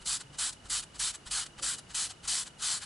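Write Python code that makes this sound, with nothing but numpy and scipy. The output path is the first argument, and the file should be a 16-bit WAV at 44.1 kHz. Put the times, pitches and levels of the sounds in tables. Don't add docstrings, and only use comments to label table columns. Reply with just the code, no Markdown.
import sys
import numpy as np
from scipy import signal
from scipy.fft import rfft, irfft, next_fast_len
from scipy.io import wavfile
from scipy.ndimage import uniform_filter1d, map_coordinates

SR = 44100
rng = np.random.default_rng(int(sys.argv[2]) if len(sys.argv) > 2 else 0)


def generate_wav(signal):
    frames = np.transpose(np.atleast_2d(signal))
    scaled = np.clip(frames, -1, 1) * 32767
    pcm = np.round(scaled).astype(np.int16)
    wavfile.write(sys.argv[1], SR, pcm)


N = 125685
T = np.arange(N) / SR


def amp(db):
    return 10 ** (np.asarray(db) / 20)


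def unit(x):
    return x / np.sqrt(np.mean(x ** 2) + 1e-20)


def along(points, hz):
    f, v = np.transpose(points)
    return np.interp(np.log(hz + 1), np.log(f + 1), v)


def wobble(rate):
    return map_coordinates(rng.standard_normal(4096), [T * rate], mode="wrap")


def filtered(x, response):
    m = next_fast_len(N + SR // 2)
    hz = np.fft.rfftfreq(m, 1 / SR)
    return irfft(rfft(x, m) * response(hz), m)[..., :N]


def stereo(pair, spectrum, alike):
    def mid_side_gains(hz):
        turn = np.arccos(np.clip(along(alike, hz), -1, 1)) / 2
        return amp(along(spectrum, hz)) * [np.cos(turn), np.sin(turn)]

    mid, side = filtered(pair, mid_side_gains)
    return unit(np.array([mid + side, mid - side]))


def tilted(x, tilt_db):
    return unit(filtered(x, lambda hz: amp(tilt_db * np.log2(np.maximum(hz, 700) / 5000))))


def swell(middle, half):
    return np.exp(-((T - middle) / half) ** 2)


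# frequency_hz, relative_density_db (per Hz)
ROOM_SPECTRUM = [(15, -41), (25, -9), (145, -5), (422, -13), (531, -13.5), (721, -14.5), (884, -13),
                 (1080, -18), (1300, -14.5), (2050, -20.5), (2510, -20.5), (2930, -16.5), (3240, -22),
                 (11000, -28.5), (14300, -66), (22000, -120)]
# frequency_hz, correlation (-1 to 1)
ROOM_LIKENESS = [(60, 0.94), (140, 0.98), (350, 0.66), (1000, 0.22), (8000, 0.55)]
ROOM_DB = -55.5


def room_noise():
    return amp(ROOM_DB) * stereo(rng.standard_normal((2, N)), ROOM_SPECTRUM, ROOM_LIKENESS)


# middle_s, half_length_s, peak_level_db
HUM_RISES = [(0.257, 0.016, -51.5), (.312, 0.015, -50)]
HUM_HZ, HUM_DB, HUM_WAVER_DB = 135.8, -72.5, 4


def hum():
    level = amp(HUM_DB + HUM_WAVER_DB * wobble(10))
    level = level + sum(amp(db) * swell(middle, half) for middle, half, db in HUM_RISES)
    return level * np.sin(2 * np.pi * HUM_HZ * T + 0.7 * wobble(15))


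WHINE_DB, WHINE_HZ, WHINE_SAG_HZ_PER_S = -66, 2916, 1800
WHINE_ROUGH_RAD = 0.32
PULSES_PER_S, FIRST_PULSE_S, PULSE_HALF_S = 29.97, .004, 0.0051


def whine():
    out = np.zeros(N)
    for middle in np.arange(FIRST_PULSE_S, N / SR, 1 / PULSES_PER_S):
        size, width, pitch, start_phase = rng.standard_normal(4)
        t = T - middle
        cycles = (WHINE_HZ + 20 * pitch - WHINE_SAG_HZ_PER_S * t / 2) * t + start_phase
        tone = np.sin(2 * np.pi * cycles + WHINE_ROUGH_RAD * wobble(250))
        out += amp(1.5 * size) * swell(middle, PULSE_HALF_S * np.exp(.15 * width)) * tone
    return amp(WHINE_DB) * unit(out)


# frequency_hz, relative_density_db (per Hz)
RASP_SPECTRUM = [(320, -53), (550, -24), (622, -26), (749, -11), (912, -13), (947, -10), (1390, -5.5),
                 (1690, -6.5), (1840, -9.5), (1980, -6.5), (2160, -12), (2570, -8), (2740, -9.5),
                 (2980, -2), (3170, -4), (3370, -6), (4110, -3), (4710, -3.5), (5600, -6.5), (6570, -5),
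                 (8100, -0.5), (8940, -7.5), (9630, -4), (10500, -7), (13600, -42), (22000, -120)]
# frequency_hz, correlation (-1 to 1)
RASP_LIKENESS = [(500, 0.99), (1500, 0.94), (3000, 0.97), (4500, 0.95), (8000, 0.99)]
# frequency_hz, left_over_right_db
RASP_BALANCE = [(60, 0.0), (97, 0.0), (160, -0.5), (250, -1), (410, 2), (660, 3), (1060, 0), (1710, 0.5),
                (2760, 0), (4450, 0), (7190, 1), (11600, -2.5)]
# centre_hz, half_width_hz, gain_db
RASP_FEATURES = [(2810, 67, -7), (8370, 120, -0.5), (10970, 330, 4.5)]
SLIPS_PER_S, SLIP_SCATTER_DB = 5000, 2
HISS_DB = -2.5
PATCHY_DB = 1.5


def friction():
    happens = rng.random(N) < SLIPS_PER_S / SR
    slips = happens * rng.choice([-1, 1], N) * amp(SLIP_SCATTER_DB * rng.standard_normal(N))
    grain = unit(unit(slips) + amp(HISS_DB) * rng.standard_normal(N))
    pair = np.array([grain, rng.standard_normal(N)])

    z = signal.stft(pair, nperseg=512)[2]
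    patches = uniform_filter1d(rng.standard_normal(z.shape[1:]), size=3, axis=0)
    patches = uniform_filter1d(patches, size=9, axis=1)
    pair = signal.istft(z * amp(PATCHY_DB * unit(patches)), nperseg=512)[1][:, :N]

    def fine_colour(hz):
        features = sum(db * np.exp(-((hz - centre) / width) ** 2) for centre, width, db in RASP_FEATURES)
        return amp(features + np.outer([.5, -.5], along(RASP_BALANCE, hz)))

    return filtered(stereo(pair, RASP_SPECTRUM, RASP_LIKENESS), fine_colour)


SCUFF_GRIT_DB, SCUFF_GRIT_PER_S = 0.54, 810


def gritted(rasp):
    return rasp * amp(SCUFF_GRIT_DB * wobble(SCUFF_GRIT_PER_S))


def scuffs(gritty, rows):
    return sum(tilted(gritty, tilt_db) * amp(db) * swell(middle, half) for middle, half, db, tilt_db in rows)


# middle_s, half_length_s, level_db, treble_tilt_db_per_octave
TOUCH_DOWNS = [(.021, 0.013, -53, -2.5), (0.347, 0.019, -52, -4), (0.662, 0.017, -52, -3),
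               (0.96, 0.015, -47.5, -3), (1.275, 0.015, -43.5, -2.5), (1.593, 0.013, -45, -3.5),
               (1.911, 0.018, -48, -2.5), (2.254, 0.018, -43.5, -1.5), (2.614, 0.021, -43, -1)]


def touch_downs(rasp):
    return scuffs(gritted(rasp), TOUCH_DOWNS)


DESK_HZ, DESK_T60_S, DESK_RISE_S = 47, 0.42, .02
DESK_TOUCH_DB = -2.5
BUMP_HZ, BUMP_HALF_S, BUMP_DB = 60, 0.0053, -2.5


def sway(start):
    t = np.maximum(T - start, 0)
    hz = DESK_HZ * (1 + 0.041 * rng.standard_normal())
    return amp(-60 * t / DESK_T60_S) * (1 - np.exp(-t / DESK_RISE_S)) * np.sin(2 * np.pi * hz * t)


def desk():
    out = np.zeros(N)
    for (start, *_, push_db), (touch, half, *_) in zip(PRESSED_STROKES, TOUCH_DOWNS):
        bump = swell(touch - half / 2, BUMP_HALF_S) * np.sin(2 * np.pi * (BUMP_HZ * T + rng.random()))
        landing = amp(DESK_TOUCH_DB) * sway(touch - half) + amp(BUMP_DB) * bump
        out += amp(push_db) * (sway(start) + landing)
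    return out


# start_s, length_s, level_db, treble_tilt_db_per_octave, low_rasp_db,
# grip_won_at_once (share 0-1), desk_push_db
PRESSED_STROKES = [(.055, 0.13, -29.5, -0.5, -4, .4, -46), (0.382, 0.13, -30.5, -0.06, -1.5, 0.8, -50),
                   (0.696, 0.12, -30.5, 0.5, -1, 0.74, -44), (0.991, 0.13, -30.5, 1, 2, 0.72, -46.5),
                   (1.307, .14, -31, 0, 0.5, 0.79, -46), (1.621, 0.14, -31.5, 1, 1, .8, -51),
                   (1.942, 0.14, -31, 0.5, 0, 0.83, -49.5), (2.273, 0.17, -29.5, 0, -2, 1, -48.5),
                   (2.616, 0.18, -29, -1, -4.5, 0.25, -56)]
BITE_S, PRESS_S = 0.0047, 0.021
SLOWING, FADE = 3.81, 0.99
CREEP_DB, CREEP_HALF_S = -50, 0.0093
DRAG_DB, DRAG_HALF_S = -53.5, 0.028
LOW_RASP_EDGE_HZ = 3580


def strokes(rasp):
    out = np.zeros((2, N))
    for start, length, db, tilt_db, low_db, bite, _ in PRESSED_STROKES:
        t = np.maximum(T - start, 0)
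        progress = np.minimum(t / length, 1)
        grip = bite * (1 - np.exp(-(t / BITE_S) ** 2)) + (1 - bite) * (1 - np.exp(-t / PRESS_S))
        pressed = amp(db) * grip * (1 - progress ** SLOWING) ** FADE
        creep = amp(CREEP_DB) * swell(start, CREEP_HALF_S)
        drag = amp(DRAG_DB) * swell(start + length, DRAG_HALF_S)

        sound = tilted(rasp, tilt_db)
        low = filtered(sound, lambda hz: 1 / (1 + (hz / LOW_RASP_EDGE_HZ) ** 6))
        sound = sound - low + low * amp(low_db - 3 + 2 * progress)
        out += sound * (pressed + creep + drag)
    return out


# middle_s, half_length_s, level_db, treble_tilt_db_per_octave
TURN_BACKS = [(0.211, 0.012, -42, -1.5), (0.532, 0.0077, -44.5, 1.5), (0.834, 0.0094, -42.5, -1),
              (1.15, 0.013, -40.5, 0), (1.466, 0.0067, -41.5, -1), (1.789, .011, -42.5, 0.5),
              (2.109, 0.014, -41, -1.5), (2.472, 0.014, -44, -2.5), (2.83, 0.02, -41, -2)]


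def turn_backs(rasp):
    return scuffs(gritted(rasp), TURN_BACKS)


ECHO_T60_S, ECHO_RISE_S, ECHO_DB = 0.19, 0.0064, -16


def echo(x):
    t = np.arange(SR // 2) / SR
    tail = rng.standard_normal((2, len(t))) * amp(-60 * t / ECHO_T60_S) * (1 - np.exp(-t / ECHO_RISE_S))
    tail = tail / np.linalg.norm(tail[0])
    return amp(ECHO_DB) * signal.fftconvolve(x, tail, axes=1)[:, :N]


# centre_hz, level_db
COVER_RESONANCES = [(310, -58), (530, -60.5)]
MURMUR_MIDDLE_S, MURMUR_HALF_S, RESONANCE_HALF_WIDTH_HZ = 1.635, 0.04, 40


def cover():
    def band(centre):
        response = lambda hz: 1 / (1 + ((hz - centre) / RESONANCE_HALF_WIDTH_HZ) ** 2)
        return unit(filtered(rng.standard_normal(N), response))

    murmur = sum(amp(db) * band(hz) for hz, db in COVER_RESONANCES)
    return murmur * swell(MURMUR_MIDDLE_S, MURMUR_HALF_S)


PAN_DB, PAN_DB_PER_S = -0.15, 0.55


def scene():
    light_rasp = friction()
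    pressed_rasp = friction()
    eraser = touch_downs(light_rasp) + strokes(pressed_rasp) + turn_backs(light_rasp)
    eraser = eraser * amp(np.outer([.5, -.5], PAN_DB + PAN_DB_PER_S * T))
    background = room_noise() + hum() + whine()
    return background + eraser + echo(eraser) + desk() + cover()


TOP_HZ = 11030


def record(dry):
    return filtered(dry, lambda hz: 1 / np.sqrt(1 + (hz / TOP_HZ) ** 700))


dry = scene()
out = record(dry)
generate_wav(out)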